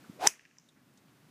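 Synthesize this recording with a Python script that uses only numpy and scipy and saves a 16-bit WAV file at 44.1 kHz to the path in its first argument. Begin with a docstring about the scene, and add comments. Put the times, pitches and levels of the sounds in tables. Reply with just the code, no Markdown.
"""A golfer drives a ball off a mat at an outdoor range, with traffic in the distance. Clothes rustle, a foot
thuds and the club whooshes down through the air. Its hollow metal head cracks against the ball, so loudly
that a limiter turns everything down. The hitting bay rings briefly, the tee skitters away and a faint
echo returns. Shoes and club make a few small clicks while the traffic slowly swells back."""
import sys
import numpy as np
from scipy import signal
from scipy.fft import rfft, irfft
from scipy.io import wavfile
from scipy.ndimage import uniform_filter1d, minimum_filter1d

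SR = 44100
rng = np.random.default_rng(int(sys.argv[2]) if len(sys.argv) > 2 else 0)


def waveform_to_disk(signal):
    """Save audio, clipped to [-1, 1], as 16-bit WAV at the path in sys.argv[1]."""
    frames = np.transpose(np.atleast_2d(signal))
    scaled = np.clip(frames, -1, 1) * 32767
    samples = np.round(scaled).astype(np.int16)
    wavfile.write(sys.argv[1], SR, samples)


N = 57330
T = np.arange(N) / SR
STRIKE_S = .272  # the club meets the ball


def from_db(db):
    """Turn decibels into a number to multiply a sound by."""
    return 10 ** (np.asarray(db) / 20)


def unit_power(x):
    """Scale a sound so that its average power is one."""
    return x / np.sqrt(np.mean(x ** 2) + 1e-20)


def over_time(rows):
    """Join a table's points in time with straight lines, giving one curve for each later column."""
    times, *columns = np.transpose(rows)
    return [np.interp(T, times, column) for column in columns]


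def noise(spectrum):
    """Steady noise, with a table saying how strong its low and high pitches are."""
    hz, db = np.transpose(spectrum)
    bins_hz = np.maximum(np.fft.rfftfreq(N, 1 / SR), 1)
    gains = from_db(np.interp(np.log(bins_hz), np.log(hz), db))
    return unit_power(irfft(rfft(rng.standard_normal(N)) * gains, N))


def lowpass(x, hz, order=2):
    """Soften everything above hz; a higher order cuts more steeply."""
    return signal.sosfilt(signal.butter(order, hz, fs=SR, output="sos"), x + 1e-18)


def highpass(x, hz):
    """Soften everything below hz."""
    return signal.sosfilt(signal.butter(2, hz, "high", fs=SR, output="sos"), x + 1e-18)


def noise_band(hz, width_hz):
    """Noise around a pitch that may glide: the narrower it is, the more it sounds like a tone."""
    wobble = lowpass(rng.standard_normal(N) + 1j * rng.standard_normal(N), width_hz / 2)
    phase = 2 * np.pi * np.cumsum(hz * np.ones(N)) / SR
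    return unit_power((wobble * np.exp(1j * phase)).real)


def burst(peak_s, rise_s, fade_s):
    """A loudness curve that swells until peak_s, then falls 60 dB in fade_s."""
    return np.exp(np.minimum(T - peak_s, 0) / rise_s) * from_db(-60 * np.maximum(T - peak_s, 0) / fade_s)


def after_strike(fade_s):
    """A loudness curve that jumps up as the ball is hit, then falls 60 dB in fade_s."""
    return (T >= STRIKE_S) * from_db(-60 * np.maximum(T - STRIKE_S, 0) / fade_s)


def ring(start_s, hz, fade_s):
    """One pure tone of a struck object, falling 60 dB in fade_s."""
    age = np.maximum(T - start_s, 0)
    return np.sin(2 * np.pi * hz * age) * from_db(-60 * age / fade_s)


# The low rumble of traffic and open air: pitch_hz, level_db
TRAFFIC_SPECTRUM = [(25, -32), (80, -16.5), (135, 2), (190, -1.5), (265, 2), (400, -11.5), (800, -15),
                    (1500, -15.5), (3000, -21), (6000, -25.5), (11000, -29), (15000, -29.5)]
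# How loud the rumble is as time passes: time_s, level_db
TRAFFIC_LEVELS = [(0, -60), (.3, -62.5), (.6, -59), (.9, -57), (1.3, -57)]
def traffic():
    """Distant traffic and outdoor air blend into a soft rumble."""
    return from_db(over_time(TRAFFIC_LEVELS)[0]) * noise(TRAFFIC_SPECTRUM)


# The sound of rubbing cloth: pitch_hz, level_db
CLOTH_SPECTRUM = [(40, -15), (170, -3), (330, 13), (600, 0), (1400, 1.5), (3000, -4.5), (7000, -10),
                  (15000, -15.5)]
# How loud the rustle is as time passes: time_s, level_db
CLOTH_LEVELS = [(0, -63.5), (.17, -62), (.24, -74.5), (.3, -95.5)]
def clothes():
    """Clothes rustle as the downswing starts."""
    return from_db(over_time(CLOTH_LEVELS)[0]) * noise(CLOTH_SPECTRUM)


# Small clicks and scuffs: peak_s, level_db, pitch_hz, width_hz, fade_s
SCUFFS = [(0.043, -58, 1400, 296, 0.074), (.688, -56, 3600, 600, 0.065), (.688, -57, 7500, 4000, 0.043),
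          (0.764, -61, 1760, 900, 0.23), (.939, -61, 9000, 7000, .012), (.975, -55.5, 6170, 4000, .055),
          (.978, -65, 3750, 400, .07), (1.083, -59.5, 2380, 3000, 0.068)]
def scuffs():
    """Shoes and club click and scuff as the body turns, each a short puff of noise."""
    return sum(from_db(db) * burst(peak_s, rise_s=.0011, fade_s=fade_s) * noise_band(hz, width_hz)
               for peak_s, db, hz, width_hz, fade_s in SCUFFS)


def footstep(peak_s=.0985, spread_s=.002, pitch_hz=198):
    """A foot lands with a soft thud: a low tone so short that it barely swings once."""
    offset_s = T - peak_s
    pulse = np.exp(-.5 * (offset_s / spread_s) ** 2)
    thud = from_db(-33.5) * pulse * np.cos(2 * np.pi * pitch_hz * offset_s)
    return highpass(thud, hz=128)


# The shaft's wind tone during the downswing: time_s, pitch_hz, level_db
DOWNSWING = [(.15, 449.7, -77), (.187, 541, -61), (.195, 590, -46.5), (.202, 630, -46), (.211, 699, -38),
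             (.24, 769.8, -33), (.263, 831.7, -29), (.271, 980, -28.5), (.279, 899, -48), (.32, 600, -71.5),
             (.38, 450, -88.5)]
# Swirls of air behind the club, compared with that tone: pitch_ratio, width_ratio, level_db
SWIRLS = [(1.0, .18, -1), (.68, .25, -10.5), (1.4, .3, -12), (2, .2, -15)]
# The hiss of churned air: pitch_hz, level_db
HISS_SPECTRUM = [(60, -25.5), (200, -14), (400, -4), (1000, -2), (2500, 2), (5500, -3), (9000, -10.5),
                 (15000, -17.5)]
def whoosh():
    """The club sheds swirls of air, whose tones rise with its speed over a whistle and a hiss."""
    hz, db = over_time(DOWNSWING)
    swirls = sum(from_db(level_db) * noise_band(hz * ratio, width * ratio * hz.max())
                 for ratio, width, level_db in SWIRLS)
    whistle = from_db(-7) * np.sqrt(2) * np.sin(2 * np.pi * np.cumsum(hz) / SR)
    hiss_db = db.max() - 6.5 + 1.4 * (db - db.max())  # swells and fades more steeply than the tones
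    return from_db(db) * (swirls + whistle) + from_db(hiss_db) * noise(HISS_SPECTRUM)


# The rush of the club head over the mat: pitch_hz, level_db
RUSH_SPECTRUM = [(30, -6), (120, -4.5), (500, -10), (1100, -8), (1800, 8), (3000, -10), (4500, -15),
                 (6500, -8), (9500, -10.5), (14000, -32)]
def head_rush():
    """The bulky head rushes over the mat just before the hit, with a lower hum as it nears the ground."""
    rush = from_db(-19) * burst(peak_s=.27, rise_s=.0024, fade_s=.028) * noise(RUSH_SPECTRUM)
    hum = from_db(-37) * burst(peak_s=.263, rise_s=.024, fade_s=.035) * noise_band(375.5, width_hz=150)
    return rush + hum


# The tones of the hollow club head and the ball: pitch_hz, level_db, fade_s, rise_s
HEAD_TONES = [(1020, -26, .02, .0005), (1700, -21, 0.012, .0005), (2220, -27.5, .012, .0005),
              (3020, -26.5, .022, 0.0004957), (3650, -28, .012, .0004), (5100, -8.5, .014, .0008),
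              (5448, -10, .013, .0008), (6012, -1, .0125, .0008), (7060, -12, .014, 0.00011),
              (7450, -10, .007, .0001), (8037, -13.5, .009, .0001), (8940, -22.5, .024, .0001),
              (10152, -21, .014, .0001), (12460, -25.5, .016, .0003), (14350, -29, .014, .0003)]
def club_head(start_s):
    """The struck metal shell's tones build up and ring for a few milliseconds."""
    age = np.maximum(T - start_s, 0)
    # (-1) ** k makes every second tone start by swinging the other way
    tones = sum((-1) ** k * from_db(db) * ring(start_s, hz, fade_s) * (1 - np.exp(-age / rise_s))
                for k, (hz, db, fade_s, rise_s) in enumerate(HEAD_TONES))
    return from_db(12) * lowpass(tones, hz=14000)


def strike():
    """The head rings and cracks against the ball while its underside bumps the mat."""
    crack = lowpass(after_strike(fade_s=.016) * rng.standard_normal(N), hz=5000, order=1)
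    bump = ring(STRIKE_S, hz=130, fade_s=.012)
    return club_head(STRIKE_S) + from_db(-6) * crack + from_db(-18.5) * bump


# The ring of the hitting bay: pitch_hz, level_db
BAY_SPECTRUM = [(100, -16), (250, -3.5), (400, -3), (800, -9), (1700, -2), (2600, 1), (3400, -11),
                (4500, -11), (5600, 1.5), (6600, 3), (7500, -3.5), (10000, -7), (15000, -16.5)]
def hitting_bay():
    """The crack bounces off a near wall and rings briefly around the golfer's bay."""
    wall = from_db(-26.5) * club_head(STRIKE_S + .0125)
    swell = (T >= STRIKE_S) * burst(STRIKE_S + .01, rise_s=.01, fade_s=.175)
    return wall + from_db(-27) * swell * noise(BAY_SPECTRUM)


# Sound scattered by trees and fences: pitch_hz, level_db
FIELD_SPECTRUM = [(150, -13.5), (350, -0.5), (600, -8), (1000, -7), (1600, -3), (2600, -1), (3800, -12.5),
                  (6300, -6.5), (8000, -16.5), (14000, -28)]
def open_field():
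    """Trees and fences scatter the crack into a fading tail; a soft hiss returns from the far fence."""
    scatter = from_db(-48) * after_strike(fade_s=1) * noise(FIELD_SPECTRUM)
    swell = (T >= STRIKE_S) * burst(peak_s=.63, rise_s=.12, fade_s=.6)
    return scatter + from_db(-65.5) * swell * noise_band(6300, width_hz=1900)


# Each time the tee lands: start_s, level_db
TEE_BOUNCES = [(0.338, -37), (0.3942, -33.5), (.409, -44), (0.4523, -36), (.459, -43), (.5115, -45),
               (.569, -48.5)]
# The tones of the tee: pitch_hz, level_db, fade_s
TEE_TONES = [(1640, -6, 0.016), (1905, 1, 0.0092), (2395, -5, 0.016), (2740, -5, 0.012),
             (5600, -11.5, 0.0053)]
def tee():
    """Each bounce rings the tee's tones in a slightly different mix; it is too small to give off bass."""
    ticks = sum(from_db(bounce_db + tone_db + rng.normal(0, 1)) * (-1) ** k * ring(start_s, hz, fade_s)
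                for start_s, bounce_db in TEE_BOUNCES
                for k, (hz, tone_db, fade_s) in enumerate(TEE_TONES))
    return highpass(ticks, hz=1100)


# Echoes of the club head from far away: start_s, level_db
FAR_ECHOES = [(0.584, -42), (.5973, -55)]
def far_echoes():
    """The crack returns from far obstacles, dulled by its long trip through the air."""
    echoes = sum(from_db(db) * club_head(start_s) for start_s, db in FAR_ECHOES)
    return lowpass(echoes, hz=7025, order=8)


def scene():
    """Add all the sounds together in one channel."""
    background = traffic()
    shot = whoosh() + head_rush() + strike()
    aftermath = hitting_bay() + open_field() + tee() + far_echoes()
    golfer = scuffs() + footstep() + clothes()
    return (background + shot + aftermath + golfer)[None]


def record(dry, limit_db=-1.5, recovery_db_per_s=7, lookahead_s=.002, ceiling=.7):
    """A limiter turns the sound down at the crack and slowly back up; peaks and top treble are trimmed."""
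    excess_db = np.maximum(20 * np.log10(np.abs(dry[0]) + 1e-9) - limit_db, 0)
    recovery_db = recovery_db_per_s * T
    cut_db = np.maximum.accumulate(excess_db + recovery_db) - recovery_db
    span = int(lookahead_s * SR)
    gain_db = uniform_filter1d(minimum_filter1d(-cut_db, span), span)  # eases down just before the peak
    limited = dry * from_db(gain_db)
    rounded = limited / (1 + (limited / ceiling) ** 8) ** (1 / 8)
    treble_cut = signal.ellip(10, .2, 70, 15250, fs=SR, output="sos")  # steep drop above 15250 Hz
    return signal.sosfilt(treble_cut, rounded)


dry = scene()
out = record(dry)
waveform_to_disk(out)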